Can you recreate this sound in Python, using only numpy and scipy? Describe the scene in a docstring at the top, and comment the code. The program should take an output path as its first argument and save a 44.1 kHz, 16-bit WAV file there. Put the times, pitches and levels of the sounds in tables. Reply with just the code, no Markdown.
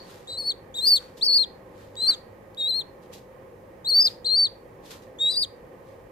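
"""A yard with a steady, distant rumble and machine hum still rings briefly from an earlier peep.
A soft rustle swells, the first of several. Then a young pigeon close by gives eight thin, gliding peeps.
The two sides of its voice organ (the syrinx) mostly whistle as one, but at times they drift apart
and beat against each other in a rasp. The yard answers each sound with a faint echo.
The beak clicks open before the fourth and fifth peeps, and a last faint rustle ends the scene."""
import sys
import numpy as np
from scipy import signal
from scipy.fft import rfft, irfft, next_fast_len
from scipy.io import wavfile
from scipy.ndimage import uniform_filter1d, map_coordinates

SR = 44100
rng = np.random.default_rng(int(sys.argv[2]) if len(sys.argv) > 2 else 0)


def to_wav(sig):
    """Store sig (one row per channel, or 1-D mono) as 16-bit WAV at the path in sys.argv[1].

    Samples outside -1..1 are clipped; the rate is SR.
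    """
    pcm = np.clip(np.atleast_2d(sig), -1, 1) * 32767
    pcm = np.round(pcm).astype(np.int16)
    wavfile.write(sys.argv[1], SR, pcm.T)  # frames by channels


N = 269451

# tone of the distant outdoor rumble: frequency_hz, gain_db
RUMBLE_TONE = [(15, -14), (45, -5), (110, -1), (190, 1), (270, -2.5), (400, 1), (650, -10.5), (830, -2),
               (1000, -9), (1300, -17.5), (2300, -21), (3300, -30.5), (6000, -46), (16000, -64.5)]
# resonances of the right microphone's opening, which colour the rumble: centre_hz, width_hz, boost_db
RIGHT_RESONANCES = [(360, 77, 1), (653, 33, 11), (1072, 66, 9.5), (1237, 83, 9.5), (1592, 130, 8),
                    (1874, 150, 12.5), (2330, 280, 6), (3080, 250, 4)]
# narrow bands of the machine hum: centre_hz, width_hz, level_db
HUM_BANDS = [(50.87, 6.7, -65.5), (102.5, 8.9, -61.5), (358, 45, -62), (513, 50, -50.5)]
# tone of the microphones' own hiss: frequency_hz, gain_db
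MIC_HISS_TONE = [(300, -0.5), (4700, -1), (6500, -2), (8700, -4), (12000, -0.5), (16000, -2)]
# how alike noise is on the left and right (1 is identical): frequency_hz, likeness
STEREO_LIKENESS = [(60, 0.8), (130, 0.99), (290, 0.91), (640, 0.42), (1410, 0.038), (3100, 0.42),
                   (6820, 0.03), (15000, 0.017)]
# soft rustles, each swelling by 20 dB in its rise time: peak_s, level_db, rise_s, body_vs_hiss_db
RUSTLE_STROKES = [(0.107, -53, 0.19, -1), (1.02, -56, 0.096, 4.5), (1.176, -50, 0.01, -35),
                  (1.81, -59.5, 0.13, 0), (2.092, -47.5, 0.03, 7), (3.03, -61.5, .02, -15.5),
                  (3.135, -46, 0.018, -36), (4.066, -43.5, 0.02, -9), (4.861, -51, 0.035, -23.5),
                  (4.913, -44, 0.018, -3.5), (5.024, -60, .007, -14.5), (5.888, -65, 0.096, -26.5)]
# tone of a rustle's bright hiss: frequency_hz, gain_db
RUSTLE_HISS_TONE = [(1000, -21.5), (2500, -2.5), (4000, 1), (5500, -3.5), (7000, -4.5), (10000, -10.5),
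                    (13000, -7.5), (16000, -28.5)]
# tone of a rustle's low body: frequency_hz, gain_db
RUSTLE_BODY_TONE = [(150, -13.5), (320, 4), (600, -5.5), (1300, 4.5), (2200, -4.5), (3500, -12.5),
                    (8000, -38)]
# how long the yard's echo takes to fade by 60 dB: frequency_hz, fade_s
YARD_FADE = [(1000, .36), (4500, .32), (9000, .3), (15000, .26)]
# the held part of each peep, as one list of points per peep: time_s, pitch_hz, level_db
PEEP_GLIDES = [
    [(0.284, 3865, -37), (0.294, 3804, -34), (0.315, 4037, -32.5), (0.368, 4006, -33.5),
     (0.389, 4553, -25.5), (0.404, 4424, -25), (0.434, 4290, -37), (0.485, 4520, -19), (0.498, 4460, -19)],
    [(0.752, 3670, -33.5), (0.764, 4017, -30.5), (0.794, 3563, -22.5), (0.812, 3995, -29.0),
     (0.857, 4393, -18.5), (0.88, 4828, -13), (0.902, 4630, -16.5), (0.93, 4473, -9), (0.96, 4432, -16.5)],
    [(1.222, 4040, -24), (1.232, 4544, -14.5), (1.255, 4880, -24.5), (1.268, 4776, -15.5),
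     (1.291, 4350, -15.5), (1.346, 4438, -14.5), (1.373, 4742, -10.5), (1.385, 4238, -17.5),
     (1.422, 4246, -16.5)],
    [(1.975, 3904, -35), (1.986, 3830, -33), (2.035, 4180, -19.5), (2.066, 4100, -20), (2.086, 4620, -13.5),
     (2.098, 4650, -12), (2.114, 4052, -21), (2.124, 4060, -22.5)],
    [(2.582, 3880, -32.5), (2.604, 3815, -24.5), (2.619, 3723, -22), (2.671, 3828, -22),
     (2.699, 4300, -21.5), (2.715, 3920, -22.0), (2.768, 4310, -23.5), (2.796, 4250, -24)],
    [(3.857, 3827, -30), (3.867, 3944, -26), (3.892, 4633, -19), (3.918, 4120, -20), (3.965, 4653, -12.0),
     (3.992, 4522, -10.5), (4.026, 5170, -15), (4.036, 4773, -21.5), (4.06, 4967, -12.5)],
    [(4.256, 4080, -25.5), (4.264, 4350, -23.5), (4.28, 4056, -21), (4.313, 4197, -18.5),
     (4.351, 4310, -17), (4.378, 4770, -14.5), (4.394, 4494, -15), (4.437, 4617, -14), (4.449, 4480, -17.5)],
    [(5.197, 3660, -34.5), (5.214, 3748, -19), (5.275, 3807, -16), (5.289, 3852, -17.5), (5.33, 4435, -27),
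     (5.358, 4325, -26.5), (5.377, 4706, -17), (5.413, 4805, -23.5), (5.424, 4586, -17)],
]
# each peep has its own colour, with base levels for harmonics 2 and 3 and the hiss: second_db,
# third_vs_second_db, right_overtones_db, hiss_vs_second_db, left_lead_ms
PEEP_COLOURS = [(-40.5, -8.5, -15.5, -10, .454), (-35.5, -2.5, -19.5, -17, 0.477),
                (-42.5, -7, -17, -23.5, .4995), (-36.5, -11.5, -17, -15, .471), (-46, 0, -14, -23.5, .488),
                (-41, -2.5, -20.5, -20.5, .448), (-40.5, -13, -15.5, -25, .448),
                (-37.5, -12.5, -15.5, -24, 0.501)]
# rasps, when the second side of the syrinx runs free: start_s, end_s, widest_offset_hz, vs_first_side_db
RASPS = [(0.282, .355, 417.5, -10.5), (0.421, 0.456, 549.5, -13), (.85, 0.908, -290, -4),
         (.952, 0.988, -420, -5), (1.243, 1.27, -950, 1), (1.276, 1.402, -300, -8),
         (2.6, 2.632, 448.5, -15.5), (4.008, 4.064, -380, -4), (4.244, 4.308, 278.5, -11.5),
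         (5.305, 5.383, -1020, -1), (5.381, 5.411, -260, -10.5), (5.414, 5.456, -520, -1)]
# sound bouncing off the ground favours one side as the pitch moves: pitch_hz, left_vs_right_db
GROUND_PAN = [(3400, 2), (3800, 1), (4050, 2), (4230, 9.5), (4400, 3.5), (4600, -0.5), (4750, 3.5),
              (5050, 2.5)]
# the open beak's high resonance: frequency_hz, gain_db
BEAK_RESONANCE = [(9500, -19), (11300, -5), (12500, -4), (13500, 1), (14500, -1), (15500, -3)]
# tone of the bird's breath and beak clicks: frequency_hz, gain_db
BREATH_TONE = [(2000, -17), (3300, -4), (4500, 12), (5600, -6), (7000, -0.5), (9000, -10), (11000, -15),
               (13500, -4), (16000, -10.5)]
# the beak parts just before a peep: start_s, level_db
BEAK_CLICKS = [(1.955, -43), (2.547, -46.5)]

REST_HZ, SCOOP_S, FALL_S = 3226, 0.012, .029  # a peep scoops up from this resting pitch and falls back
SCOOP_DB, FALL_DB, FALL_BEND = 9, 14, 1.3  # level lost at each end; a bend above 1 starts the fall gently
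LOCK_HZ, SLIP_S = 201, .007  # any closer and the two sides lock; time they take to slip or lock
FALL_SPLIT_HZ, FALL_SPLIT_DB = -420, -14  # the sides also part as the pressure drops at a peep's end
JITTER, TREMOR = .002, .004  # fast and slow wavering, as fractions of the pitch
RAGGED_DB, RAGGED_PITCH = 2, .012  # in a rasp the free side's strength and the pitch both waver
USUAL_DB, RASP_DB = -19.5, 7  # the whistle's usual level; overtone boost per share of the free side
OVERTONE_GROWTH = .4  # overtone dB gained per dB of whistle above its usual level
HIGH_GROWTH, HISS_GROWTH = 0.27, .35  # extra dB per dB for the higher overtones and the hiss
TOP_HZ = 15600


def amp(db):
    """Turn decibels into a gain."""
    return 10 ** (np.asarray(db) / 20)


def unit(x):
    """Scale a signal to an average (rms) level of 1."""
    return x / np.sqrt(np.mean(x ** 2) + 1e-20)


def along(points, hz):
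    """Read between a table's (frequency, value) points on a logarithmic frequency scale."""
    frequencies, values = np.transpose(points)
    return np.interp(np.log(hz + 1), np.log(frequencies), values)


def wobble(rate):
    """A smooth random curve through `rate` random values a second."""
    return map_coordinates(rng.standard_normal(int(N * rate / SR) + 4), [np.arange(N) * rate / SR])


def filtered(x, response):
    """Scale each frequency in x by the gain response(hz)."""
    size = next_fast_len(N + SR // 2)
    return irfft(rfft(x, size) * response(np.fft.rfftfreq(size, 1 / SR)), size)[..., :N]


def noise(gain):
    """Stereo noise of level 1, shaped by gain(hz): both sides alike in the bass, unrelated up high."""
    def mid_and_side(hz):
        angle = np.arccos(np.clip(along(STEREO_LIKENESS, hz), -1, 1)) / 2
        return gain(hz) * np.array([np.cos(angle), np.sin(angle)])
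    mid, side = filtered(rng.standard_normal((2, N)), mid_and_side)
    return unit(np.array([mid + side, mid - side]))


def toned_noise(tone):
    """Noise that follows a tone table."""
    return noise(lambda hz: amp(along(tone, hz)))


def band_noise(centre_hz, width_hz):
    """A narrow band of noise, heard as a fuzzy note."""
    return noise(lambda hz: 1 / (1 + ((hz - centre_hz) / width_hz) ** 2))


def background(rumble_db=-51.0, drift_db=0.83, hiss_db=-68.0):
    """Distant outdoor rumble, the fuzzy notes of a machine hum, and the microphones' own hiss."""
    def right_boost_db(hz):
        return sum(db * np.exp(-((hz - centre) / width) ** 2) for centre, width, db in RIGHT_RESONANCES)
    rumble = filtered(toned_noise(RUMBLE_TONE), lambda hz: amp([0 * hz, right_boost_db(hz)]))
    hum = sum(amp(db) * band_noise(centre, width) for centre, width, db in HUM_BANDS)
    hiss = amp(hiss_db + np.array([[.7], [-.7]])) * toned_noise(MIC_HISS_TONE)
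    return amp(rumble_db + drift_db * wobble(8.9)) * rumble + hum + hiss


def lingering_ring(level_db=-45, fade_s=0.23):
    """At the start the yard still rings with an earlier peep."""
    return amp(level_db - 60 * np.arange(N) / SR / fade_s) * band_noise(centre_hz=4420, width_hz=170)


def rustles(grain_db=1.5, shortest_fade_s=.2, linger=3.2):
    """Short brushing sounds: a grainy hiss with a little body, swelling and dying away."""
    t = np.arange(N) / SR
    hiss, body = np.zeros(N), np.zeros(N)
    for peak_s, db, rise_s, body_db in RUSTLE_STROKES:
        fade_s = shortest_fade_s + linger * rise_s  # a slow stroke dies slowly
        before, after = np.maximum(peak_s - t, 0), np.maximum(t - peak_s, 0)
        stroke = amp(db - 20 * before / rise_s - 60 * after / fade_s)
        hiss += stroke
        body += stroke * amp(body_db)
    grain = unit(amp(grain_db * wobble(400)))
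    return grain * (hiss * toned_noise(RUSTLE_HISS_TONE) + body * toned_noise(RUSTLE_BODY_TONE))


def yard_echo(sound, early_db=-26, tail_db=-28, early_fade_s=.26):
    """Nearby ground and walls scatter a quick answer, and a faint tail lasts a little longer."""
    hz, t, spectrum = signal.stft(rng.standard_normal((2, SR * 3 // 4)), SR, nperseg=256)
    tail = signal.istft(spectrum * amp(-60 * t / along(YARD_FADE, hz)[:, None]), SR, nperseg=256)[1]
    early = rng.standard_normal(tail.shape) * amp(-60 * np.arange(tail.shape[1]) / SR / early_fade_s)
    answer = amp(tail_db) * tail / np.linalg.norm(tail[0])
    answer += amp(early_db) * early / np.linalg.norm(early[0])
    delayed = np.pad(sound[0], (200, 0))
    return signal.fftconvolve(delayed[None], answer, axes=1)[:, :N]


def peep_shape(glide, t):
    """One peep scoops up, holds and falls: gives when it is on, its pitch, level and on-off fade."""
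    times, hz, db = np.transpose(glide)
    on = (t > times[0] - SCOOP_S) & (t < times[-1] + FALL_S)
    t = t[on]
    scoop = np.clip((times[0] - t) / SCOOP_S, 0, 1)
    fall = np.clip((t - times[-1]) / FALL_S, 0, 1) ** FALL_BEND
    pitch = REST_HZ + (np.interp(t, times, hz) - REST_HZ) * (1 - scoop ** 2) * (1 - fall)
    level = np.interp(t, times, db) - SCOOP_DB * scoop - FALL_DB * fall
    gate = np.clip(np.minimum(t - t[0], t[-1] - t) / .003, 0, 1)
    return on, uniform_filter1d(pitch, size=300), uniform_filter1d(level, size=200), gate


def free_side(t, waver=.2):
    """In a rasp one side of the syrinx drifts off and locks again: gives its pitch offset and strength."""
    offset, strength = np.zeros(N), np.zeros(N)
    falls = [(glide[-1][0], glide[-1][0] + FALL_S, FALL_SPLIT_HZ, FALL_SPLIT_DB) for glide in PEEP_GLIDES]
    for start, end, widest_hz, db in falls + RASPS:
        on = (t >= start) & (t < end)
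        arch = np.sin(np.pi * (t[on] - start) / (end - start))
        offset[on] = np.sign(widest_hz) * LOCK_HZ * (1 - arch) + widest_hz * arch
        strength[on] = amp(db)
    slip = int(SLIP_S * SR)
    offset = uniform_filter1d(offset, size=slip) * (1 + waver * wobble(120))
    strength = uniform_filter1d(strength, size=slip) * amp(RAGGED_DB * wobble(110))
    return offset, strength


def pigeon(flutter_db=1.0, overtone_flutter_db=2.5, airy_db=-43, smear_db=-20, fourth_db=-10,
           rasp_hiss=5, swing_hz=400, hiss_swell_db=3.0):
    """Two membranes whistle; their joint motion distorts into weak overtones, with a hiss of breath."""
    t = np.arange(N) / SR
    offset, strength = free_side(t)
    share = strength ** 2 / (1 + strength ** 2)  # the free side's part of the power
    unsteady = 1 + TREMOR * wobble(110) + JITTER * wobble(900) + RAGGED_PITCH * share * wobble(400)
    # swirling air in the throat puts a fuzz of noise around the whistle, and more around its overtones
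    fuzz = amp(airy_db) * (1 + 16 * share) * (wobble(1400) + 1j * wobble(1400))
    smear = np.array([wobble(1300) + 1j * wobble(1500) for ear in range(2)])
    smear *= amp(smear_db) * (1 + 5 * share)
    hiss = (1 + rasp_hiss * share) * amp(hiss_swell_db * wobble(50)) * toned_noise(BREATH_TONE)
    flutter = amp(flutter_db * wobble(160))
    flicker = amp(overtone_flutter_db * np.array([wobble(55) for harmonic in range(3)]))
    out = np.zeros((2, N))
    for glide, (second_db, third_db, shade_db, hiss_db, lead_ms) in zip(PEEP_GLIDES, PEEP_COLOURS):
        on, pitch, db, gate = peep_shape(glide, t)
        # the two sides lie above and below the pitch, the louder one nearer to it
        first_side = np.exp(2j * np.pi * np.cumsum(pitch * unsteady[on] - offset[on] * share[on]) / SR)
        beat = np.exp(2j * np.pi * np.cumsum(offset[on]) / SR)
        # they share one airflow, which mirrors the free side weakly across the first
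        free = np.sqrt(share[on]) * (beat + 0.19 * (1 - 2 * share[on]) / beat)
        voice = first_side * (np.sqrt(1 - share[on]) + free + fuzz[on])
        # the right microphone hears it later
        stereo = voice * np.exp(-2j * np.pi * np.outer([0, 1], pitch) * lead_ms / 1000)
        pan_db = along(GROUND_PAN, pitch)
        whistle = amp(db + np.array([pan_db, -pan_db]) / 2) * stereo
        # the overtones follow the whistle's level part of the way, and flare in a rasp
        effort_db = db - USUAL_DB
        overtone_db = second_db + OVERTONE_GROWTH * effort_db + RASP_DB * share[on]
        # the membranes can only move so far, so the overtones throb less than the whistle does
        motion = stereo / np.sqrt((1 + np.abs(stereo) ** 2) / 2)
        # the high overtones flare as the glide carries them into the beak's resonance
        bright = amp(third_db + HIGH_GROWTH * effort_db + along(BEAK_RESONANCE, 3 * pitch))
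        high = flicker[1, on] * motion ** 3 + amp(fourth_db) * flicker[2, on] * motion ** 4
        overtones = flicker[0, on] * motion ** 2 + bright * high
        # each beat swings the overtones in pitch, spreading them into a rasp
        swing = swing_hz / np.maximum(np.abs(offset[on]), LOCK_HZ)
        overtones *= np.exp(1j * swing * np.sqrt(share[on]) * beat.real) + smear[:, on]
        overtones *= amp(overtone_db + np.array([[0], [shade_db]]))  # the mic housing shades the right
        breath = amp(hiss_db + overtone_db + HISS_GROWTH * effort_db) * hiss[:, on]
        out[:, on] += gate * flutter[on] * (whistle + overtones + breath).real
    return out


def beak_clicks(fade_s=.012):
    """Tiny dry clicks as the beak parts."""
    t = np.arange(N) / SR
    level = sum((t >= start) * amp(db - 60 * np.abs(t - start) / fade_s) for start, db in BEAK_CLICKS)
    return level * toned_noise(BREATH_TONE)


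def scene():
    """The bird and the rustles echo in the yard, over the background."""
    near = pigeon() + beak_clicks() + rustles()
    return near + yard_echo(near) + lingering_ring() + background()


def record(dry):
    """Cut away the very highest treble, above TOP_HZ."""
    return filtered(dry, lambda hz: hz < TOP_HZ)


dry = scene()
out = record(dry)
to_wav(out)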